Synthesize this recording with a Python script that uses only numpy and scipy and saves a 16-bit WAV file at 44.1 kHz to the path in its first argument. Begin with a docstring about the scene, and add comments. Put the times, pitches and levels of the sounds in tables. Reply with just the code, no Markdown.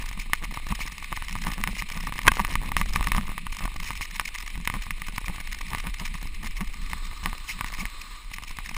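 """A frozen lake under crusted snow, heard close up from a bicycle riding over it. The microphone sits
inside a plastic camera case fixed to the bike. The tyres hiss and crackle on the crust, thud on ridges,
scuff through loose snow and swish through slush; the frame shakes and the mount knocks at each jolt.
Snow, knocks and rattle reach the microphone through the resonances of the case; the bass comes direct."""
import sys
import numpy as np
from scipy import signal
from scipy.fft import rfft, irfft
from scipy.io import wavfile
from scipy.ndimage import uniform_filter1d

SR = 44100
rng = np.random.default_rng(int(sys.argv[2]) if len(sys.argv) > 2 else 0)


def pcm_store(signal):
    """Save signal as 16-bit PCM."""
    levels = np.round(np.clip(np.atleast_2d(signal), -1, 1) * 32767)
    wavfile.write(sys.argv[1], SR, levels.astype(np.int16).T)


N = 386741
TIME = np.arange(N) / SR
FILTER_HZ, SCENE_HZ = np.fft.rfftfreq(4096, 1 / SR), np.fft.rfftfreq(N, 1 / SR)
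# stretches of the lake: start_s, end_s, fade_s
SLUSH = (6.75, 8.25, .2)  # wet: the tyres swish
GLAZE = (7.9, 8.3, 0.049)  # smooth ice: hardly any crust to break

# how hard the tread crushes the crust along the ride: time_s, level_db
CRUST_CRUSH = [(0.0, -44), (0.39, -46.5), (0.78, -43.5), (1.93, -45), (2.22, -44.5), (2.64, -44),
               (3.1, -42), (3.42, -45.5), (4.4, -45.5), (4.49, -46.5), (5.89, -44), (6.62, -47.5),
               (6.98, -49), (7.45, -51), (7.72, -47), (7.99, -46), (8.38, -47.5), (8.77, -45)]
# tone of the hiss outside the case: frequency_hz, gain_db
HISS_TONE = [(100, -8), (450, 3), (1150, -9.5), (1800, -5.5), (2400, 6.5), (3000, 3.5), (4100, 10.5),
             (4900, 4.5), (6000, -2), (8000, 9.5), (10000, 0), (15000, -3)]
def hiss(level_db=-1.0, flutter_db=2.5, flutter_hz=40, slush_db=-2.0, glaze_db=-5):
    """Countless snow grains crushed under the tread, in uneven patches; fewer on slush and glaze."""
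    crush = rng.standard_normal(N) * amp(flutter_db * drift(flutter_hz))
    ground_db = curve(CRUST_CRUSH) + slush_db * stretch(*SLUSH) + glaze_db * stretch(*GLAZE)
    return amp(ground_db + level_db) * unit(through_case(crush, HISS_TONE))


# tone of breaking and slipping snow outside the case: frequency_hz, gain_db
GRIT_TONE = [(100, -5.5), (900, -1), (2000, 3.5), (3500, 7), (6000, 16), (8000, 9), (10000, 1), (15000, 4)]
def crackle(level_db=0.6, snap_db=-2, slush_db=0.5):
    """Flakes of crust collapse in a few milliseconds; smaller ones just snap."""
    flakes = bursts(per_s=30, spread_db=5.5, width_s=0.0022, cluster_db=4, cluster_hz=10)
    snaps = amp(snap_db) * bursts(per_s=26, spread_db=10, width_s=0.00093, cluster_db=9, cluster_hz=12)
    breaking = through_case(grains(per_s=8000) * (flakes + snaps), GRIT_TONE)
    return amp(crust_db() + slush_db * stretch(*SLUSH) + level_db) * unit(breaking)


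# loud knocks of the mount, right at the microphone: start_s, level_db, hardness_db (treble over bass)
MOUNT_KNOCKS = [(0.334, -14, 2.5), (0.5735, -27, -8), (0.7236, -25, -10), (1.127, -24.5, -4),
                (1.1741, -29, -4), (1.2235, -30.5, -2), (1.3542, -27, -7.5), (1.469, -25, -8),
                (1.6388, -20, 4), (1.675, -22.5, 3), (1.8227, -26, 1), (2.0718, -27, -8),
                (2.1239, -27.5, -4.5), (2.191, -24, -0.5), (2.2688, -18, -3), (2.278, -10, -7.5),
                (2.2811, -9.5, 21), (2.3183, -19.5, -1.5), (2.395, -21, -7), (2.4001, -19, -9),
                (2.449, -22, 0.5), (2.555, -18.5, -1), (2.7186, -24, -5), (2.7672, -15.5, 2.5),
                (2.814, -19.5, -1.5), (2.9602, -18, -1.5), (3.028, -28, 0), (3.0718, -20.5, -0.5),
                (3.119, -18, 2), (3.1487, -23.5, -4), (3.1816, -21.5, -9.5), (3.3799, -26, 1),
                (3.4677, -28, -3), (3.6557, -27, -4.5), (3.906, -26, -3.5), (4.0103, -29.5, -4),
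                (4.1974, -19, 1), (4.6751, -18.5, 4), (4.7, -24, -1.5), (4.74, -27, -3), (4.9073, -24, 6),
                (5.0189, -28, 5), (5.181, -23, -2.5), (5.2823, -27.5, 3), (5.7334, -26, -3),
                (5.749, -23.5, -4), (5.8705, -30, 3), (6.6075, -30, 1), (6.9329, -25, -3.5),
                (7.2591, -20.5, 1.5), (7.33, -30, -7), (7.61, -22.5, -4), (7.6446, -27, -3),
                (7.8546, -26.5, 4), (8.3845, -31, 0), (8.587, -29, -3)]
def knocks(blows, split_hz=1400, vary_db=1.0, chatter=0.033, chatter_s=0.0039, lag_s=0.00087,
           hard_bias_db=-2):
    """The mount hits its stop and chatters briefly; a harder contact rings the upper modes more."""
    out, case, t = np.zeros(N), case_gain(), np.arange(2048) / SR
    treble = .5 + .5 * np.tanh(4 * np.log((FILTER_HZ + 1) / split_hz))
    bands_hz = np.geomspace(300, 16000, 16)
    for start_s, level_db, hardness_db in blows:
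        # each blow lands differently, and its paths through the plastic differ in length
        landing_db = np.interp(FILTER_HZ, bands_hz, vary_db * rng.standard_normal(len(bands_hz)))
        delay_s = np.interp(FILTER_HZ, bands_hz, lag_s * rng.random(len(bands_hz)))
        smear = np.exp(-2j * np.pi * np.cumsum(delay_s) * FILTER_HZ[1])
        click = ring(case * amp((hardness_db + hard_bias_db) * treble + landing_db))
        click = irfft(rfft(click, 2 * len(click)) * smear)
        contact = (t == 0) + chatter * rng.standard_normal(len(t)) * np.exp(-t / chatter_s)
        knock = signal.fftconvolve(contact, click)
        attack_rms = np.std(knock[:SR // 250])  # first 4 ms
        add(out, start_s - lag_s / 2, amp(level_db) * knock / attack_rms)
    return out


def light_knocks(level_db=9.5, soft_db=-10, hard_db=3):
    """Between the big knocks the mount keeps tapping, louder on rough crust."""
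    return strays(crust_db() + level_db, spread_db=3, low=soft_db, high=hard_db, count=28)


# modes of the camera mount: pitch_hz, t60_s, level_db
MOUNT_MODES = [(1094, 0.033, -7.5), (1520, 0.037, -13), (1600, 0.03, -5), (2580, 0.029, -8.5),
               (3150, 0.023, -13), (3340, 0.018, -14), (10000, 0.023, -19)]
def clack(start_s=2.281):
    """The hardest jolt sets the mount itself ringing, hollow and short."""
    out, t = np.zeros(N), np.arange(4096) / SR
    modes = sum(amp(db - 60 * t / t60) * np.sin(2 * np.pi * hz * t) for hz, t60, db in MOUNT_MODES)
    add(out, start_s, modes)
    return out


# the bigger ridges passing under the tyres: peak_s, relative_level_db
RIDGES = [(0.717, -32), (1.48, -35), (1.597, -39.5), (1.691, -35), (1.972, -36), (2.277, -27.5),
          (2.407, -30.5), (2.658, -38), (2.811, -34), (2.977, -36), (3.091, -37.5), (3.183, -29),
          (3.633, -37), (4.76, -34.5), (5.3, -36), (5.731, -36.5), (5.87, -33), (6.023, -36), (6.44, -42),
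          (6.618, -32), (7.27, -35), (7.823, -36.5)]
def thuds(level_db=2, pitch_hz=182, bend=0.429, glide_per_s=28, rise_s=0.011, fall_s=.013,
          heave_db=-3, heave_hz=45):
    """A tyre squeezed on a ridge gives a short boom whose pitch climbs, while the frame heaves."""
    out, t = np.zeros(N), np.arange(-.06, .08, 1 / SR)
    swell = np.exp(-np.where(t < 0, t / rise_s, t / fall_s) ** 2 / 2)
    heave_swell = amp(heave_db) * signal.windows.hann(len(t))
    climb_hz = pitch_hz * (1 + bend * np.tanh(glide_per_s * t))
    for peak_s, ridge_db in RIDGES:
        cycles = np.cumsum(climb_hz) / SR * rng.uniform(0.91, 1.05) + rng.random()
        tyre = swell * np.sin(2 * np.pi * cycles)
        heave = heave_swell * np.sin(2 * np.pi * (heave_hz * t + rng.random()))
        add(out, peak_s + t[0], amp(ridge_db + level_db) * (tyre + heave))
    return out * (1 + .35 * drift(70))


def scrunch(level_db=-2, width_s=0.02, lead_s=0.0071):
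    """Each ridge that thuds is also crushed, with a coarse, dull crunch."""
    press = sum(amp(db) * np.exp(-((TIME - peak_s + lead_s) / width_s) ** 2) for peak_s, db in RIDGES)
    return amp(level_db) * press * unit(through_case(grains(per_s=1400), DULL_TONE))


# how hard the ice jolts the bike along the ride: time_s, level_db
JOLTS = [(0.0, -32.5), (0.8, -34.5), (0.95, -38.5), (1.45, -31.0), (1.9, -35), (2.25, -30.5), (3.15, -26.0),
         (3.35, -34.5), (3.75, -32.0), (4.25, -40.5), (4.7, -32.5), (5.15, -35.5), (6.65, -31.5),
         (7.3, -33.5), (7.45, -40), (7.8, -33.5), (8.05, -42), (8.75, -35)]
# spectrum of the frame shake at the microphone: frequency_hz, gain_db
SHAKE_TONE = [(8, -12.5), (18, 0.5), (27, 1.5), (38, -6.5), (55, -15.5), (80, -23), (110, -35), (180, -45),
              (300, -40.5), (900, -74), (3000, -100)]
def shake(level_db=1):
    """The frame and mount wobble over the uneven ice."""
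    wobble = irfft(rfft(rng.standard_normal(N)) * colour(SHAKE_TONE, SCENE_HZ), N)
    steady = wobble / np.sqrt(uniform_filter1d(wobble ** 2, size=9000))
    return amp(curve(JOLTS) + level_db) * steady


def pushes(blows, level_db=-4.0, width_s=0.0034, lead_s=0.00072):
    """The bump behind each knock also shoves the frame: one low swing, bigger on rough ice."""
    out, u = np.zeros(N), np.linspace(-4, 4, int(8 * width_s * SR))
    swing = u * np.exp((1 - u ** 2) / 2)
    shove_db = jolt_db(shake_share=0.64, crust_share=0.17) + level_db
    for knock_s, _, _ in blows:
        add(out, knock_s - lead_s - len(u) / (2 * SR), amp(np.interp(knock_s, TIME, shove_db)) * swing)
    return out


# the clearest scuffs through loose snow: middle_s, relative_level_db, width_s
SNOW_SCUFFS = [(0.199, -32.5, 0.0095), (0.445, -32.5, 0.01), (0.815, -33.5, 0.03), (1.796, -32, 0.026),
               (1.922, -33.5, 0.0095), (3.527, -34.5, 0.01), (3.88, -37, 0.041), (4.025, -32, 0.027),
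               (4.256, -31, 0.009), (4.28, -32, 0.011), (7.503, -32.5, 0.047), (7.805, -34.5, 0.034),
               (8.017, -35, 0.0078), (8.34, -33, 0.013), (8.48, -39, 0.011)]
def scuffs(level_db=2, slip_hz=2200, bend=.5, roughness=.5, grain_db=3):
    """The tread slips on snow: fast, ragged stick-slip whose rate dips in the middle of the scuff."""
    out = np.zeros(N)
    for middle_s, scuff_db, width_s in SNOW_SCUFFS + light_scuffs():
        u = np.linspace(-2, 2, int(2 * width_s * SR))
        rate_hz = slip_hz * (1 + bend * u ** 2) * (1 + roughness * rng.standard_normal(len(u)))
        slip_count = np.floor(np.cumsum(rate_hz) / SR)
        slips = np.diff(slip_count, prepend=0) - rate_hz / SR  # one click a slip, centred on zero
        slips = slips * amp(grain_db * rng.standard_normal(len(u))) * np.exp(-u ** 2)
        add(out, middle_s - width_s, amp(scuff_db + level_db) / 2 * unit(through_case(slips, GRIT_TONE)))
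    return out


def light_scuffs(level_db=7, short_s=.008, long_s=0.017):
    """The tread also slips briefly about twice a second."""
    return strays(crust_db() + level_db, spread_db=10.5, low=short_s, high=long_s, count=15)


# tone of loose fittings and crushed ridges outside the case: frequency_hz, gain_db
DULL_TONE = [(100, 9), (500, 12), (1000, 3), (2000, -5), (5000, -2), (15000, 0.5)]
def rattle(level_db=-15):
    """Soft, dull taps of loose fittings, stronger when the bike is jolted."""
    taps = grains(per_s=5000)
    taps *= bursts(per_s=36, spread_db=8.5, width_s=0.00094, cluster_db=8.5, cluster_hz=10)
    drive_db = jolt_db(shake_share=0.8, crust_share=0.57)
    return amp(drive_db + level_db) * unit(through_case(taps, DULL_TONE))


def boom(level_db=-18.0, pitch_hz=180, width_hz=62, gust_db=12, gust_hz=11.2):
    """Small bumps keep the tyres booming faintly, in fits."""
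    resonance = 1 / (1 + ((SCENE_HZ - pitch_hz) / width_hz) ** 2) ** 2
    air = irfft(rfft(rng.standard_normal(N)) * resonance, N)
    fits = amp(gust_db * np.tanh(drift(gust_hz)))
    return amp(jolt_db(shake_share=0.72, crust_share=0.87) + level_db) * unit(air * fits)


# tone of the wet spray outside the case: frequency_hz, gain_db
SPRAY_TONE = [(100, -10), (450, 8.5), (800, -5.5), (1250, 5.5), (1800, -3.5), (2400, -1), (3000, 1.5),
              (4100, 14.5), (4900, 10), (6000, 1), (8000, 14.5), (10000, -6.5), (15000, 0)]
def swish(level_db=-46, flutter_db=1, flutter_hz=30, dry_db=-11):
    """Fine, even spray from the tyres, strongest in the slush."""
    spray = rng.standard_normal(N) * amp(flutter_db * drift(flutter_hz))
    return amp(level_db + dry_db * (1 - stretch(*SLUSH))) * unit(through_case(spray, SPRAY_TONE))


# resonances of the case around the microphone: pitch_hz, width_hz, gain_db
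CASE_MODES = [(998, 226, -6), (1168, 145, -2.5), (1481, 44, -8.5), (1817, 220, -5), (2085, 330, -3),
              (2494, 485, -9.5), (2970, 403, -13), (3593, 180, -17.5), (3996, 640, -20), (4834, 100, -23),
              (5170, 250, -21), (5500, 450, -25.5), (6736, 670, -24), (7220, 130, -28), (7860, 310, -24),
              (8400, 154, -21), (9240, 470, -18.5), (9880, 405, -14), (10890, 230, -21), (11900, 420, -40),
              (13200, 98, -21.5), (14040, 340, -15.5), (15240, 290, -19.5)]
# anti-resonances of the case: pitch_hz, width_hz, gain_db
CASE_NOTCHES = [(1360, 56, -6)]
def case_gain(wall_db=-7, wall_hz=250):
    """What the microphone hears of the outside: the case's resonances and dips, and bass via the wall."""
    modes = sum((amp(db) / (1 + 2 * ((FILTER_HZ - hz) / width) ** 2)) ** 2 for hz, width, db in CASE_MODES)
    wall = (amp(wall_db) / (1 + (FILTER_HZ / wall_hz) ** 4)) ** 2
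    dips_db = sum(db * np.exp(-((FILTER_HZ - hz) / width) ** 2) for hz, width, db in CASE_NOTCHES)
    return np.sqrt(modes + wall) * amp(dips_db)


def through_case(x, tone):
    """Colours a source and rings it through the case."""
    return signal.oaconvolve(x, ring(case_gain() * colour(tone)))[:len(x)]


def ring(gain):
    """The causal click that has this spectrum."""
    cepstrum = irfft(np.log(gain + 1e-6))
    half = len(cepstrum) // 2
    cepstrum[1:half] *= 2
    cepstrum[half + 1:] = 0
    return irfft(np.exp(rfft(cepstrum)))[:half]


def crust_db(glaze_db=-12):
    """How much crust breaks under the tyres; little does on the glaze."""
    return curve(CRUST_CRUSH) + glaze_db * stretch(*GLAZE)


def jolt_db(shake_share, crust_share):
    """How hard a part is jolted: it follows the frame shake, and less where the crust is smooth."""
    jolt, crust = curve(JOLTS), crust_db()
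    return jolt.mean() + shake_share * (jolt - jolt.mean()) + crust_share * (crust - crust.mean())


def stretch(start_s, end_s, fade_s):
    """1 while the tyres are on a stretch of the lake, 0 elsewhere."""
    return np.clip(np.minimum(TIME - start_s, end_s - TIME) / fade_s + .5, 0, 1)


def strays(drive_db, spread_db, low, high, count):
    """Small events at chance times, as rows: time_s, level_db, a trait between low and high."""
    when, size, trait = rng.random((count, 3)).T
    time_s = (np.arange(count) + when) / count * TIME[-1]
    level_db = np.interp(time_s, TIME, drive_db) + spread_db * (2 * size - 1)
    return list(zip(time_s, level_db, low + (high - low) * trait))


def bursts(per_s, spread_db, width_s, cluster_db, cluster_hz):
    """Envelope of short bursts of uneven size that come in clusters."""
    rate = per_s * unit(amp(cluster_db * np.tanh(2 * drift(cluster_hz))))
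    starts = amp(spread_db * np.tanh(rng.standard_normal(N))) * (rng.random(N) < rate / SR)
    u = np.linspace(-3, 3, int(6 * width_s * SR))
    return np.sqrt(abs(signal.oaconvolve(starts ** 2, np.exp(-u ** 2), "same")))


def grains(per_s):
    """A dense train of tiny clicks."""
    return unit(rng.standard_normal(N) * (rng.random(N) < per_s / SR))


def drift(hz):
    """Smooth random wander of rms 1, rolling off above hz."""
    return unit(irfft(rfft(rng.standard_normal(N)) * np.exp(-(SCENE_HZ / hz) ** 2), N))


def colour(tone, hz=FILTER_HZ):
    """Gain of a frequency_hz, gain_db table on a log-frequency axis."""
    frequency_hz, gain_db = np.transpose(tone)
    return amp(np.interp(np.log(hz + 1), np.log(frequency_hz + 1), gain_db))


def curve(rows):
    """A time_s, level_db table at every sample."""
    return np.interp(TIME, *np.transpose(rows))


def add(mix, start_s, sound):
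    """Mixes a sound in at start_s."""
    part = mix[max(round(start_s * SR), 0):][:len(sound)]
    part += sound[:len(part)]


def amp(db):
    """Decibels to gain."""
    return 10 ** (np.asarray(db) / 20)


def unit(x):
    """Scales to rms 1."""
    return x / np.sqrt(np.mean(x ** 2) + 1e-20)


def scene():
    """Snow, tyres, frame and mount together at the one microphone."""
    snow = hiss() + swish() + crackle() + scuffs() + scrunch()
    blows = MOUNT_KNOCKS + light_knocks()
    bike = thuds() + boom() + shake() + rattle() + pushes(blows) + knocks(blows) + clack()
    return (snow + bike)[None]


def record(dry, cutoff_hz=15700):
    """The hardest knock overloads the microphone input; then the top of the treble is cut."""
    lowpass = signal.firwin(255, cutoff_hz, window=("kaiser", 8), fs=SR)
    return signal.oaconvolve(np.clip(dry, -1, 1), lowpass[None], "same")


dry = scene()
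out = record(dry)
pcm_store(out)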